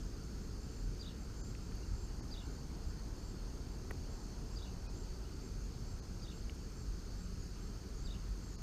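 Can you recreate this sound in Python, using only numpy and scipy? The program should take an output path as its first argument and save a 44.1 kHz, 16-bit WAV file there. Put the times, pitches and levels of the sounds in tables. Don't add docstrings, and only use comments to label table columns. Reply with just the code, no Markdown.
import sys
import numpy as np
from scipy import signal
from scipy.fft import rfft, irfft, next_fast_len
from scipy.io import wavfile
from scipy.ndimage import uniform_filter1d, map_coordinates

SR = 44100
rng = np.random.default_rng(int(sys.argv[2]) if len(sys.argv) > 2 else 0)


def to_wav(s):
    ch = np.atleast_2d(s).T
    pcm = np.round(np.clip(ch, -1, 1) * 32767)
    wavfile.write(sys.argv[1], SR, pcm.astype(np.int16))


def volts(x):
    e = np.asarray(x, float) / 20
    return 10 ** e


N = 380141

# (time [s], top pitch [Hz], level [dB])
STEADY_CHIRPS = [(.395, 7350, -74), (.785, 7380, -72), (1.18, 7400, -71), (1.98, 7380, -72),
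                 (2.4, 7340, -69), (2.835, 7390, -71), (3.246, 7520, -68), (3.69, 7380, -72),
                 (4.091, 7450, -69), (4.485, 7500, -69), (4.96, 7400, -67), (5.41, 7400, -69),
                 (5.865, 7520, -67.5), (6.319, 7490, -67.5), (6.756, 7520, -67), (7.18, 7560, -68),
                 (7.595, 7550, -69), (8.01, 7570, -66.5), (8.422, 7540, -67)]
# (time [s], length [s], top pitch [Hz], level [dB])
FITFUL_CHIRPS = [(.01, .12, 7200, -75), (.235, .05, 7200, -70), (.605, 0.055, 7250, -66),
                 (.685, .13, 7220, -69), (1.005, .05, 7200, -70), (1.361, .14, 7200, -66),
                 (2.475, 0.13, 7110, -69), (3.15, .14, 7170, -72), (4.165, .12, 7170, -72),
                 (4.903, .11, 7180, -72), (5.611, .07, 6730, -67), (7.384, .066, 6750, -67),
                 (7.95, 0.066, 6720, -68), (8.28, .058, 7350, -76), (8.49, .077, 6780, -66),
                 (8.583, .035, 6900, -73)]
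# (frequency [Hz], density [dB per Hz])
FAR_CRICKET_SPECTRUM = [(3500, -30), (3950, -12), (4250, -8.5), (4560, -3), (4850, -6), (5050, -5.5),
                        (5250, -2.5), (5800, -9), (6200, -2.5), (6600, -4.5), (7000, -9), (7400, -12),
                        (7800, -15.5), (8300, -57)]
# (time [s], level [dB])
SONGS = [
    (.95, -55.5),
    (2.265, -54.5),
    (4.513, -56.5),
    (6.172, -58.5),
    (7.995, -57.5),
]
# (time from its start [s], length [s], start pitch [Hz], end pitch [Hz], level [dB])
PHRASE = [(.038, .007, 3400, 4000, -12), (.045, 0.0085, 4360, 5050, 2), (.055, .017, 5010, 4496, 5.5),
          (.070, 0.0153, 4244, 3370, -1.5), (.083, .009, 3370, 3950, -4), (.093, .008, 2750, 3100, -5),
          (.104, .02, 3320, 4050, 0.5), (.123, .012, 4100, 3300, -1.5), (.136, .011, 3100, 2640, -6),
          (.143, .007, 3300, 3700, -5), (.151, 0.0112, 2594, 3150, -2.5), (.163, .011, 3000, 2600, -9)]
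# (time [s], length [s], start pitch [Hz], end pitch [Hz], level [dB])
WHISTLES = [
    (1.3, .43, 7450, 7270, -76),
    (1.83, .26, 7270, 7330, -73),
    (2.31, .083, 7300, 7260, -83),
]
# (time [s], length [s], start pitch [Hz], end pitch [Hz], level [dB])
PEEPS = [
    (1.828, .016, 2780, 2840, -60),
    (4.004, .014, 2970, 2870, -67),
    (4.862, 0.03, 2460, 2520, -65.5),
    (5.248, .014, 2660, 3050, -61),
]
# (time [s], peak level [dB], pitch [Hz], decay by 20 dB [s])
ROD_TICKS = [
    (1.5499, -47.5, 2570, 0.0035),
    (1.713, -54, 1550, 0.0044),
    (1.72, -55, 2400, .004),
    (2.209, -50, 900, .006),
    (5.0627, -58, 1720, 0.0037),
    (6.4953, -43, 2880, 0.0038),
]
# (time [s], peak level [dB], pitch [Hz], decay by 20 dB [s])
LINE_SNAPS = [
    (1.7559, -55, 13100, 0.0019),
    (3.9105, -61, 11000, 0.002),
    (6.551, -53, 9470, 0.002),
]
# (time [s], peak level [dB], pitch [Hz], decay by 20 dB [s])
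GRIP_KNOCK = [
    (3.9079, -39.5, 1943, 0.0046),
    (3.911, -38, 1840, 0.002),
    (3.9095, -52, 1000, .005),
    (3.9112, -41.5, 390, .008),
    (3.9085, -51, 2960, 0.0027),
    (3.911, -48, 13000, 0.0022),
]
# (frequency [Hz], drift [Hz])
PUMP_LINES = [
    (45, 0.883),
    (179, 2.08),
    (372, 4.94),
]
PUMP_LEVELS = [-52.5, -66, -69]
# (time [s], half width [s], rise [dB])
PUMP_SURGES = [
    [(.17, .5, -2), (1.94, .3, 6), (2.93, .2, 6), (4.7, .4, 5), (5.64, .4, 7), (7.1, .8, 6), (8.3, .4, 13)],
    [(1.1, .4, 10), (2.0, .4, 8), (2.73, 0.28, 13), (4.7, 0.19, 12), (5.38, .3, 8.5), (6.26, 0.49, 12),
     (7.32, 0.29, 15), (8.2, 0.43, 12)],
    [(.17, .5, 6), (1.34, .4, 4.5), (3.9, 1.0, 8), (5.3, 0.54, 9), (8.38, .2, 6)],
]
# (frequency [Hz], density [dB per Hz])
RUMBLE_SPECTRUM = [(8.8, -58), (15, -12.5), (32, 1), (49, 1.5), (130, -13.5), (170, -33), (290, -120)]
# (frequency [Hz], density [dB per Hz])
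ENGINE_SPECTRUM = [(59, -14), (100, -1.5), (150, -5), (183, -4.5), (298, -9), (363, -12), (457, -13),
                   (620, -30), (810, -69), (1360, -120)]
# (frequency [Hz], density [dB per Hz])
TYRE_SPECTRUM = [(350, -66), (520, -1), (650, 1), (900, -0.5), (1100, -2.5), (1500, -36)]
# (time [s], rise [dB])
WHEEL_BUMPS = [
    (.43, 3.5),
    (.89, 6),
    (1.37, 3),
    (1.92, 10),
    (2.88, 6),
    (4.05, 2.5),
    (5.91, 2.5),
    (7.37, 4.5),
    (8.04, 5),
]
# (time [s], level [dB])
CAR_PASS = [
    (0, -67.5),
    (1.4, -66),
    (2.54, -63.5),
    (3.5, -64.5),
    (4.9, -63.5),
    (5.54, -67.5),
    (6.1, -65.5),
    (6.9, -68),
    (8.62, -67),
]
# (frequency [Hz], density [dB per Hz])
AIR_SPECTRUM = [(530, -15), (900, -14.5), (1260, 1), (1430, 0.5), (1740, -5.5), (2290, -8.5), (2480, -7.5),
                (3910, -11.5), (4200, -8.5), (5460, -15.5), (9240, -120)]
# (frequency [Hz], density [dB per Hz])
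HISS_SPECTRUM = [(3000, -60), (4200, 4), (7900, 3.5), (9000, 2), (10500, 0.5), (12500, -0.5), (14000, 0.5),
                 (15300, -2.5)]
GAP_TIMES = [1.426, 2.215, 4.883, 6.013, 8.573]


def unit(x):
    return x / np.sqrt(np.mean(x ** 2) + 1e-20)


def wobble(rate):
    return map_coordinates(rng.standard_normal(2500), [np.arange(N) * rate / SR])


def swells(rows):
    t = np.arange(N) / SR
    return sum(db * np.exp(-2 * ((t - s) / half) ** 2) for s, half, db in rows)


def shape(points):
    f, db = np.transpose(points)
    return lambda hz: volts(np.interp(np.log(hz + 1), np.log(f + 1), db, -120, -120))


def noise(gain, patchy_db):
    z = signal.stft(rng.standard_normal(N + 8192), nperseg=512)[2]
    patches = uniform_filter1d(rng.standard_normal(z.shape), size=5, axis=0)
    patches = uniform_filter1d(patches, size=12, axis=1)
    x = signal.istft(z * volts(patchy_db * unit(patches)), nperseg=512)[1]
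    m = next_fast_len(len(x))
    coloured = irfft(rfft(x, m) * gain(np.fft.rfftfreq(m, 1 / SR)), m)
    return unit(coloured[4096:4096 + N])


def scatter(starts, grains):
    at = np.round(np.asarray(starts) * SR).astype(int)[:, None] + np.arange(grains.shape[1])
    keep = (at >= 0) & (at < N)
    return np.bincount(at[keep], grains[keep], N)


def bank_echo(x, t60, db):
    t = np.arange(SR // 2) / SR
    tail = rng.standard_normal(len(t)) * volts(-60 * t / t60)
    return x + volts(db) * signal.fftconvolve(x, tail / np.linalg.norm(tail))[:N]


def strokes(starts, hz, db, length, fall):
    u = np.arange(round(length * SR)) / (length * SR)
    first_phase = rng.random((len(starts), 1))
    turns = first_phase + hz[:, None] * length * (u + fall * (u - u * u) / 2)
    return scatter(starts, volts(db)[:, None] * np.sin(np.pi * u) * np.sin(2 * np.pi * turns))


def near_crickets():
    chirps = [(s, .088, hz, 230, db) for s, hz, db in STEADY_CHIRPS]
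    chirps += [(s, length, hz, 50, db) for s, length, hz, db in FITFUL_CHIRPS]
    rows = []
    for s, length, top_hz, arch_hz, db in chirps:
        u = np.arange(0, length - .004, .0122) / length
        luck = rng.standard_normal((2, 20))[:, :len(u)]
        pitch = top_hz - arch_hz * (2 * u - 1) ** 2 + 30 * luck[0]
        swell_db = -26 * (u - .45) ** 2
        rows += zip(s + u * length, pitch, db + 8.0 + swell_db + 0.99 * luck[1])
    return bank_echo(strokes(*np.transpose(rows), length=.008, fall=.045), .15, -7)


def crowd(count, hz, spread_hz, rate, pulses, period, length, fall):
    who = rng.standard_normal((count, 4))
    chirp = np.arange(-1, 30)[None, :, None]
    chirp_start = period * (who[:, :1, None] + chirp * (1 + .1 * who[:, 1:2, None]))
    start = chirp_start + np.arange(pulses) / rate
    luck = rng.standard_normal((2,) + start.shape)
    pitch = hz + spread_hz * np.linspace(-1.6, 1.6, count)[:, None, None] + 70 * luck[0]
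    level = 2.8 * who[:, 3:, None] + 3.0 * luck[1]
    return unit(strokes(start.ravel(), pitch.ravel(), level.ravel(), length, fall))


def chorus():
    low = crowd(count=30, hz=4580, spread_hz=165, rate=19.5, pulses=4, period=.42, length=.022, fall=.07)
    high = crowd(count=24, hz=6437, spread_hz=230, rate=82, pulses=8, period=.45, length=0.0085, fall=0.039)
    far = volts(-64.5 + .4 * wobble(1.96)) * noise(shape(FAR_CRICKET_SPECTRUM), patchy_db=0.2)
    return far + volts(-71) * bank_echo(low, 0.22, -2.1) + volts(-73) * bank_echo(high, 0.27, -7.0)


def glides(rows, shift, db, edge):
    out = np.zeros(N + SR)
    for s, length, start_hz, end_hz, level in rows:
        u = np.arange(round(length * SR)) / (length * SR)
        tone = np.sin(2 * np.pi * np.cumsum(start_hz + (end_hz - start_hz) * u) / SR)
        out[round((s + shift) * SR):][:len(u)] += volts(db + level) * np.sin(np.pi * u) ** edge * tone
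    return out[:N]


def song(s, db):
    phrase = glides(PHRASE, s, db, edge=0.64)
    slap = glides(PHRASE, s + .035, db - 16.0, edge=0.56)
    flutter = volts(1.5 * wobble(200))
    return bank_echo((phrase + slap) * flutter, .05, -5)


def song_rasp():
    t = np.arange(N) / SR
    puffs = sum(np.clip(1 - np.abs(t - s - .027) / 0.02, 0, 1) * volts(db - 10) for s, db in SONGS)
    return puffs * noise(lambda f: 1 / np.hypot(1, (f - 5350) / 300) ** 3, 0)


def birds():
    thin = glides(WHISTLES, 0, 3, edge=.3) + glides(PEEPS, 0, 0, edge=0.66)
    thin = thin * volts(3.3 * wobble(25.1))
    far = bank_echo(sum(song(s, db) for s, db in SONGS) + song_rasp(), .3, -8)
    return far + bank_echo(thin, 0.16, -9)


def rod():
    s, db, hz, decay_s = np.transpose(ROD_TICKS + LINE_SNAPS + GRIP_KNOCK)[..., None]
    t = np.arange(SR // 20) / SR
    ring = np.sin(2 * np.pi * hz * t)
    ring = ring + 0.78 * np.sin(2 * np.pi * 0.783 * hz * t) + 0.25 * np.sin(2 * np.pi * 1.26 * hz * t)
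    onset = (1 - np.exp(-t / 0.00031)) ** 2
    return scatter(s[:, 0], volts(db + 4 - 60 * t / (3 * decay_s)) * onset * ring)


def pump_tone(hz, drift_hz):
    return np.sqrt(2) * np.sin(2 * np.pi * np.cumsum(hz + drift_hz * wobble(6)) / SR)


def pump():
    lines = zip(PUMP_LINES, PUMP_LEVELS, PUMP_SURGES)
    return sum(volts(db - 3 + swells(surges)) * pump_tone(*line) for line, db, surges in lines)


def road():
    t = np.arange(N) / SR
    rumble_db = -44 + swells([(s, 0.077, db) for s, db in WHEEL_BUMPS])
    engines_db = -52.5 - 0.32 * t
    tyres_db = np.interp(t, *np.transpose(CAR_PASS))
    rumble = volts(rumble_db - 1.5) * noise(shape(RUMBLE_SPECTRUM), patchy_db=-0.05)
    engines = volts(engines_db + 2.6) * noise(shape(ENGINE_SPECTRUM), patchy_db=0.7)
    tyres = volts(tyres_db - 0.5) * noise(shape(TYRE_SPECTRUM), patchy_db=1.0)
    return rumble + engines + tyres


def air_and_hiss():
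    air = volts(-65) * noise(shape(AIR_SPECTRUM), patchy_db=1.12)
    return air + volts(-72) * noise(shape(HISS_SPECTRUM), patchy_db=.4)


def frame_buzz():
    frame_hz = 60 / 1.001
    frame = np.arange(int(N / SR * frame_hz) + 1)
    luck = rng.standard_normal((len(frame), 2))
    t = np.arange(round(0.0081 * SR)) / SR
    edge = np.clip(np.minimum(t, t[::-1]) / 0.00072, 0, 1)
    hz = 8410 + 62 * luck[:, 1:]
    burst = volts(-71 + 0.61 * luck[:, :1]) * edge * np.sin(2 * np.pi * hz * t)
    return scatter((frame - .29) / frame_hz, burst)


def gaps(x):
    out, half, width = x.copy(), 1024, 20
    band = np.arange(half + 1) // width
    dip = np.cos(np.pi / 2 * np.clip(np.arange(-half, half) / (.016 * SR), -1, 1))
    for s in GAP_TIMES:
        at = slice(round(s * SR) - half, round(s * SR) + half)
        z = rfft(x[at])
        level_db = 10 * np.log10(np.bincount(band, np.abs(z) ** 2) / (half * half) + 1e-20)
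        quiet = level_db + rng.normal(0, 3, len(level_db)) < -69
        out[at] -= .8 * dip * irfft(z * quiet[band])
    return out


def scene():
    faint = near_crickets() + chorus() + air_and_hiss() + frame_buzz()
    return (gaps(faint) + birds() + rod() + pump() + road())[None]


def low_pass(x):
    return signal.sosfilt(signal.butter(12, 15510, fs=SR, output="sos"), x)


def record(dry):
    return low_pass(dry)


dry = scene()
out = record(dry)
to_wav(out)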